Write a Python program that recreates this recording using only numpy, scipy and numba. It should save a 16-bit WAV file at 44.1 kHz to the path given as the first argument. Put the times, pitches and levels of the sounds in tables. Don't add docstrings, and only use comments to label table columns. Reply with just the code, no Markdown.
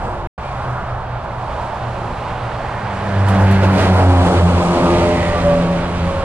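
import sys
import numpy as np
from scipy import signal
from scipy.fft import rfft, irfft, next_fast_len
from scipy.io import wavfile
from scipy.ndimage import uniform_filter1d, minimum_filter1d, map_coordinates
from numba import njit

SR = 44100
rng = np.random.default_rng(int(sys.argv[2]) if len(sys.argv) > 2 else 0)


def persist_wave(psi):
    counts = np.round(np.clip(psi, -1, 1) * 32767).astype(np.int16)
    wavfile.write(sys.argv[1], SR, np.atleast_2d(counts).T)


N = 275173
TIME = np.arange(N) / SR
PADDED = next_fast_len(N, True)
BINS = np.fft.rfftfreq(PADDED, 1 / SR)

# time in seconds, level in dB.
SEMI_HUM = [(2.85, -32), (3.08, -27), (3.2, -13), (3.3, -13), (3.36, -17), (3.44, -7), (3.54, -12),
            (3.6, -13), (3.66, -12.5), (3.78, -19), (3.94, -11.5), (4.01, -14.5), (4.07, -9), (4.22, -10),
            (4.3, -27), (4.35, -15.5), (4.44, -8), (4.49, -18.5), (4.56, -13.5), (4.64, -28), (4.75, -33.5),
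            (4.92, -20), (5.1, -24.5), (5.4, -25), (5.66, -41), (5.84, -32), (6.04, -21), (6.24, -28)]


def undb(db):
    return 10 ** (np.asarray(db) / 20)


def unit(x):
    return x / np.sqrt(np.mean(x ** 2))


def curves(table):
    seconds, *columns = np.transpose(table)
    return [np.interp(TIME, seconds, column) for column in columns]


def present(table, fade=0.18):
    outside = np.minimum(TIME - table[0][0], table[-1][0] - TIME)
    return np.clip(1 + outside / fade, 0, 1)


def across(points):
    hz, value = np.transpose(points)
    return np.interp(np.log(BINS + 1), np.log(hz), value)


def walk(rate):
    hold = max(int(SR / rate), 2)
    steps = np.repeat(rng.standard_normal(N // hold + 1), hold)
    return 1.48 * uniform_filter1d(uniform_filter1d(steps, hold), hold)[:N]


def rush(colour):
    likeness = [(25, 0.97), (60, 0.98), (130, 1), (280, 0.97), (550, 0.88), (1000, 0.9), (2000, 0.71),
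                (4000, 0.67), (8000, 0.19)]
    noise = rfft(rng.standard_normal((3, PADDED)))
    common = np.clip(across(likeness), 0, 1)
    pair = np.sqrt(common) * noise[0] + np.sqrt(1 - common) * noise[1:]
    x = irfft(pair * undb(across(colour)), PADDED)[:, :N]
    return x / np.std(x.mean(axis=0))


def panned(db, pan_db):
    return undb(db + np.array([pan_db, -pan_db]) / 2)


def swell(closest_s, half_s):
    return 1 / (1 + ((TIME - closest_s) / half_s) ** 2)


def bell(loudest_s, half_s):
    return .5 ** (((TIME - loudest_s) / half_s) ** 2)


def doppler(closest_s, sweep_s, speed=24.5):
    along = (TIME - closest_s) / sweep_s
    mach = speed / 343
    return 1 - mach * along / np.hypot(1, along)


def turning(hz):
    return 2 * np.pi * (np.cumsum(hz) / SR + rng.random())


def firing_phase(hz, closest_s, sweep_s, speed):
    jitter = .07
    return turning(hz * doppler(closest_s, sweep_s, speed)) + jitter * walk(45)


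def partials(phase, orders, flutter, flutter_hz):
    out = 0
    for multiple, db in orders:
        shake = 1 + flutter * (walk(flutter_hz) + 1j * walk(flutter_hz))
        angle = multiple * phase + 2 * np.pi * rng.random()
        out = out + undb(db) * np.real(shake * np.exp(1j * angle))
    return out * np.sqrt(2 / (1 + 2 * flutter ** 2))


def blurred(hz, blur, blur_hz):
    smear = 1 + blur * (walk(blur_hz) + 1j * walk(blur_hz))
    tone = np.real(smear * np.exp(1j * turning(hz)))
    return tone * np.sqrt(2 / (1 + 2 * blur ** 2))


@njit
def band(x, hz, width):
    y, band_state, low_state = np.empty(len(x)), 0., 0.
    for i in range(len(x)):
        g, damping = np.tan(np.pi * hz[i] / SR), width[i] / hz[i]
        v = (band_state + g * (x[i] - low_state)) / (1 + g * (g + damping))
        band_state = 2 * v - band_state
        low_state = low_state + 2 * g * v
        y[i] = damping * v
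    return y


def tyre_level(reference_db, slope, axle_db, bright_slope):
    # time in seconds, nearness in dB about a reference.
    nearness = [(.4, -12), (1.1, -12), (1.6, -8.5), (2.8, -7), (3.25, -3.5), (3.6, -4), (4.3, 1.5),
                (5.15, 1), (5.7, -2.5), (6.24, -4)]
    # time closest in seconds, half duration in seconds,
    # level in dB before axle_db and brightness act, brightness in dB.
    axles = [(0.047, 0.13, -28.5, -3.5), (0.467, 0.14, -43.5, 5.5), (.66, 0.25, -33, -2),
             (1.56, 0.22, -46, 4), (3.29, 0.032, -24.5, 1.5), (3.382, 0.089, -20, -1),
             (3.475, 0.063, -33, 6), (3.55, 0.049, -26, 3), (3.638, 0.029, -20, 1), (3.798, 0.12, -20, 2.5),
             (3.992, 0.11, -19, -2.5), (4.268, 0.13, -20, 0), (4.358, .05, -26, -0.5),
             (4.566, 0.049, -34.5, 3), (4.756, 0.071, -24.5, 0.5), (4.967, 0.12, -26.5, 2.5),
             (5.135, .06, -43, -3), (5.383, 0.1, -25, -2.5)]
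    rise_share = 0.59
    near_db, = curves(nearness)
    power = undb(reference_db + slope * near_db) ** 2
    for closest_s, half_s, db, bright_db in axles:
        shape = swell(closest_s, half_s * np.where(TIME < closest_s, rise_share, 1))
        power = power + (undb(db + axle_db + bright_slope * bright_db) * shape) ** 2
    return 10 * np.log10(power)


def tyres(firing):
    # frequency in hertz, relative level in dB per hertz.
    casing_colour = [(60, -12), (130, -0.5), (200, 3), (260, -4.5), (340, -1.5), (450, -3), (600, 1),
                     (900, -28), (2000, -56)]
    roar_colour = [(250, -18), (450, -10), (600, -1), (800, 1.5), (1000, -0.5), (1300, -6.5), (1700, -13),
                   (2500, -34.5), (5000, -59), (11000, -79)]
    hiss_colour = [(700, -45), (1300, 2.5), (1700, -1.5), (2300, 0), (3200, -4), (4400, -10), (5800, -22),
                   (9000, -38), (12000, -64)]
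    sizzle_colour = [(2500, -21), (4500, 4), (6000, 1), (8000, 0), (9500, -2.5), (10400, -9), (11300, -18),
                     (15000, -44)]
    # level at 0 dB nearness in dB, dB per dB of nearness,
    # offset for an axle in dB, dB per dB of axle brightness.
    casing_law = (-24, 1.11, -1, 0.5)
    roar_law = (-23, 0.4, -1.5, -0.5)
    hiss_law = (-31, 1.06, -10, 2)
    sizzle_law = (-43, 1.59, -22, 1.5)
    # time in seconds, left minus right in dB of roar, of hiss and of sizzle.
    bearing = [(0.0, 0, -1.5, 8.3), (1.8, -2, -3.5, 9.6), (3.2, -1.5, -5, 4.1), (4.2, 2.5, -4.5, 1.7),
               (6.24, 1, -4.5, 1.4)]
    roar_pan, hiss_pan, sizzle_pan = curves(bearing)
    casing_db = tyre_level(*casing_law) + 1.0 * walk(20)
    roar_db = tyre_level(*roar_law) + 0.44 * walk(22.08)
    hiss_db = tyre_level(*hiss_law) + 0.74 * walk(24.82)
    sizzle_db = tyre_level(*sizzle_law) + 0.82 * walk(27)
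    casing = undb(casing_db) * rush(casing_colour)
    roar = panned(roar_db, roar_pan) * rush(roar_colour)
    hiss = panned(hiss_db, hiss_pan) * rush(hiss_colour)
    sizzle = panned(sizzle_db, sizzle_pan) * rush(sizzle_colour)
    knock = 1 + 0.13 * present(SEMI_HUM, fade=0.29) * np.cos(firing)
    return casing + roar + knock * (hiss + sizzle)


def air():
    # time in seconds, level in dB before a 2 dB lift.
    stirring = [(0, -30), (.9, -30), (1.4, -33), (2.1, -31.5), (4.0, -30.5), (5.3, -26.5), (6.24, -27)]
    # frequency in hertz, relative level in dB per hertz.
    air_colour = [(10, -18.5), (22, 0.5), (45, -1), (75, 1), (120, -3), (200, -19), (500, -77)]
    db, = curves(stirring)
    return undb(db + 2.0 + 1.0 * walk(5.25)) * rush(air_colour)


def squeak():
    whistle = (.08, .06, 7980., -57)
    loudest_s, half_s, hz, db = whistle
    return undb(db) * bell(loudest_s, half_s) * blurred(np.full(N, hz), blur=1.5, blur_hz=250)


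def rough_tones():
    # time loudest in seconds,
    # half duration in seconds, level in dB, pitch in hertz before the Doppler shift.
    snatches = [(0.171, 0.1, -39, 352), (3.779, 0.023, -21, 626), (3.852, .055, -18.5, 658.7),
                (3.893, .045, -22.5, 550), (4.009, .02, -23, 827), (4.051, .04, -22, 631),
                (4.236, .02, -23, 796), (4.335, 0.027, -30, 770)]
    out = 0
    for loudest_s, half_s, db, hz in snatches:
        tone = blurred(hz * doppler(loudest_s, sweep_s=.8), blur=.5, blur_hz=55)
        out = out + undb(db) * bell(loudest_s, half_s) * tone
    return out


def beating():
    # time in seconds, beats per second.
    beat_rate = [(.9, 5), (1.15, 4), (2.03, 4.7), (2.2, 7.4), (2.47, 9.7), (2.78, 10.1), (3.0, 12.5)]
    dip_s, depth = .825, .6
    rate, = curves(beat_rate)
    beats = np.cumsum(rate) / SR
    beats = beats - np.interp(dip_s, TIME, beats)
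    return np.abs(1 - depth * np.exp(2j * np.pi * beats)) / np.hypot(1, depth)


def pickup():
    # time in seconds, level in dB.
    loudness = [(.39, -38), (.53, -27.5), (.73, -25), (.92, -28), (1.14, -28), (1.35, -36), (1.62, -33),
                (1.9, -28), (2.35, -28), (2.6, -30), (3.0, -31), (3.2, -28.5)]
    passing = (127.5, .6, 0.3, 21)
    db, = curves(loudness)
    phase = firing_phase(*passing)
    note = partials(phase, [(1, -0.5), (2, -21.5)], flutter=0.19, flutter_hz=20)
    return undb(db) * present(loudness) * beating() * note


def grooves():
    # time closest in seconds, half duration in seconds, pitch in hertz before the
    # Doppler shift, nominal width in hertz, level in dB, left minus right in dB.
    passes = [(0.478, 0.035, 2360, 219, -43, -2), (.64, 0.16, 980, 300, -32.5, -1),
              (.8, 0.18, 1285, 400, -31, 1), (1.684, 0.2, 876, 320, -29.5, -1),
              (2.25, .2, 1020, 300, -34.5, -1), (2.296, .22, 2600, 900, -45, -3),
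              (2.85, 0.42, 1730, 600, -38, -2), (3.493, 0.33, 1555, 480, -27.5, -0.5),
              (4.803, 0.24, 963, 450, -22, 0.5), (5.204, 0.16, 1925, 290, -29, -0.5)]
    out = 0
    for closest_s, half_s, hz, width_hz, db, pan_db in passes:
        ring = rng.standard_normal(N)
        centre = hz * doppler(closest_s, sweep_s=0.81)
        for _ in range(2):
            ring = band(ring, centre, np.full(N, 1.18 * width_hz))
        out = out + panned(db, pan_db)[:, None] * (unit(ring) * swell(closest_s, half_s))
    return out


def semi():
    # time in seconds, level in dB.
    octave_level = [(2.85, -35.5), (3.16, -24), (3.25, -27), (3.38, -12.5), (3.43, -23), (3.47, -16.5),
                    (3.58, -13.5), (3.68, -19.5), (3.75, -15), (3.825, -27.5), (3.9, -13.5), (4.04, -24.5),
                    (4.21, -23), (4.27, -14), (4.36, -29), (4.44, -13), (4.51, -18), (4.57, -24.5),
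                    (4.63, -21), (4.73, -18.5), (4.78, -32), (4.83, -19.5), (5.05, -22.5), (5.27, -21.5),
                    (5.33, -29.5), (5.46, -16), (5.57, -21), (5.67, -16.5), (5.83, -26), (5.91, -25.5),
                    (6.07, -21), (6.24, -36)]
    # time in seconds, then levels in dB
    rasp_level = [(3.2, -44, -35, -39, -39), (3.36, -28.5, -37, -36, -35), (3.55, -35, -27.5, -37, -32.5),
                  (3.78, -23.5, -36, -34, -34), (3.89, -35, -23.5, -40, -29), (4.0, -25.5, -32, -25, -33),
                  (4.1, -19, -26.5, -30, -24.5), (4.24, -22, -29.5, -34, -26.5),
                  (4.34, -25.5, -25, -20, -36), (4.45, -36, -29, -35, -38), (4.54, -21, -30, -32, -43),
                  (4.64, -35, -27, -35, -30.5), (4.8, -23, -22, -43, -31.5), (4.98, -25, -19.5, -23, -28.5),
                  (5.13, -20, -25, -24.5, -41), (5.27, -36, -29.5, -36, -34.5),
                  (5.55, -27, -33, -32.5, -31.5), (5.85, -31.5, -35, -37.5, -39),
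                  (6.24, -38, -45, -40.5, -36)]
    # multiple of the firing rate, level in dB relative to the higher overtones' level.
    overtones = [(6, -1), (7, 0.5), (8, 0), (9, 0), (10, -9.5), (11, -11)]
    passing = (92.35, 3.97, .45, 24.3)
    hum_db, = curves(SEMI_HUM)
    octave_db, = curves(octave_level)
    *lines_db, over_db = curves(rasp_level)
    phase = firing_phase(*passing)
    hum = undb(hum_db) * partials(phase, [(1, 0)], flutter=0.063, flutter_hz=23.98)
    octave = undb(octave_db) * partials(phase, [(2, 0.0042)], flutter=0.19, flutter_hz=30.05)
    rasp = undb(over_db) * partials(phase, overtones, flutter=.45, flutter_hz=18)
    for multiple, db in enumerate(lines_db, start=3):
        rasp = rasp + undb(db) * partials(phase, [(multiple, 0)], flutter=0.18, flutter_hz=18)
    return (hum + octave) * present(SEMI_HUM) + rasp * present(rasp_level), phase


def grit():
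    # start in seconds, level in dB before the rise and decay act,
    # rise time in seconds, decay time in seconds, treble tilt in dB per octave.
    sprays = [(3.284, -38.5, .0007, 0.018, 0), (3.32, -51.5, .05, 0.29, 6), (3.51, -39, 0.0015, 0.024, -4),
              (3.615, -48, .02, .07, 2), (3.722, -48, .005, .03, -2), (3.755, -42, .03, .07, -2),
              (3.92, -41, .03, .05, -2), (4.2, -45.5, .03, .35, -13)]
    # frequency in hertz, relative level in dB per hertz before the tilt.
    grit_colour = [(1500, -32), (4000, -11), (9500, 3), (12000, -2), (15000, -18)]
    pivot_hz = 9000
    patter = undb(1.2 * walk(600))
    out = 0
    for start_s, db, rise_s, decay_s, tilt_db in sprays:
        age = np.maximum(TIME - start_s, 0)
        envelope = (1 - np.exp(-age / rise_s)) * np.exp(-age / decay_s)
        colour = [(hz, level + tilt_db * np.log2(hz / pivot_hz)) for hz, level in grit_colour]
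        out = out + undb(db) * envelope * rush(colour)
    return out * patter


def high_hiss():
    hiss_swell = (4.7, 0.54, -51.5)
    # frequency in hertz, relative level in dB per hertz.
    high_colour = [(3500, -35), (6400, -2), (7800, 0), (9000, -5), (10500, -22), (13000, -45)]
    loudest_s, half_s, db = hiss_swell
    return undb(db) * bell(loudest_s, half_s) * rush(high_colour)


def whine():
    passing = (583.5, 5.4, .57)
    # time in seconds, level of the note in dB, level of its octave in dB.
    strength = [(4.48, -28, -46), (4.73, -25.5, -33), (4.84, -30, -30), (4.95, -27, -28), (5.1, -22, -32),
                (5.2, -26, -42), (5.38, -21.5, -24), (5.425, -25, -35), (5.47, -13, -28),
                (5.57, -15.5, -31), (5.63, -28, -29.5), (5.75, -24, -31), (5.86, -37, -37),
                (6.0, -33.5, -40), (6.1, -22.5, -34.5), (6.24, -22, -34)]
    rest_hz, closest_s, sweep_s = passing
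    note_db, octave_db = curves(strength)
    hz = rest_hz * doppler(closest_s, sweep_s)
    note = undb(note_db) * blurred(hz, blur=.27, blur_hz=28.23)
    octave = undb(octave_db) * blurred(2 * hz, blur=1.4, blur_hz=55.1)
    return present(strength) * (note + octave)


def ports(left, right):
    # time in seconds, lag of the left port in samples.
    port_lag = [(0, 3.7), (2.5, 0.96), (3.3, 2.46), (4.1, 4.65), (6.2, 3)]
    # time in seconds, left centre in hertz, right centre in hertz, depth from 0 to 1.
    notches = [(3.2, 9100, 3770, 0.1), (3.75, 8150, 3100, 0.3), (4.6, 3180, 1700, 0.53),
               (5.05, 1700, 1250, 0.36), (5.5, 1120, 850, 0.35), (6.24, 686, 630, 0.31)]
    lag, = curves(port_lag)
    left_hz, right_hz, depth = curves(notches)
    depth = np.clip(depth, 0, 1)
    left = map_coordinates(left, [np.arange(N) - lag], order=5, mode="nearest")
    left = left - depth * band(left, left_hz, 0.6 * left_hz)
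    right = right - depth * band(right, right_hz, 0.6 * right_hz)
    return np.array([left, right])


def scene():
    diesel, firing = semi()
    exhausts = diesel + pickup() + rough_tones()
    rolling = tyres(firing) + grooves() + whine() + grit()
    left, right = exhausts + rolling + air() + squeak() + high_hiss()
    return ports(left, right)


def limiter(x, ceiling):
    room = ceiling / np.maximum(np.abs(x).max(axis=0), ceiling)
    return x * uniform_filter1d(minimum_filter1d(room, size=700), size=700)


def record(dry):
    # frequency in hertz, left minus right in dB.
    port_balance = [(60, -1.3), (350, 0.58), (520, -1.5), (900, -1.3), (1400, -2.6), (2200, -1.6),
                    (4000, 0.5), (6000, -1), (13000, 0.7)]
    silence = (.2725, .379)
    top_hz = 15400
    balance = undb(np.array([[.5], [-.5]]) * across(port_balance))
    x = irfft(rfft(dry, PADDED) * balance, PADDED)[:, :N]
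    sounding = (TIME < silence[0]) | (TIME > silence[1])
    x = x * uniform_filter1d(1. * sounding, size=64)
    x = limiter(x, ceiling=0.79)
    low_pass = signal.ellip(8, .2, 80, top_hz, fs=SR, output="sos")
    return signal.sosfilt(low_pass, x)


dry = scene()
out = record(dry)
persist_wave(out)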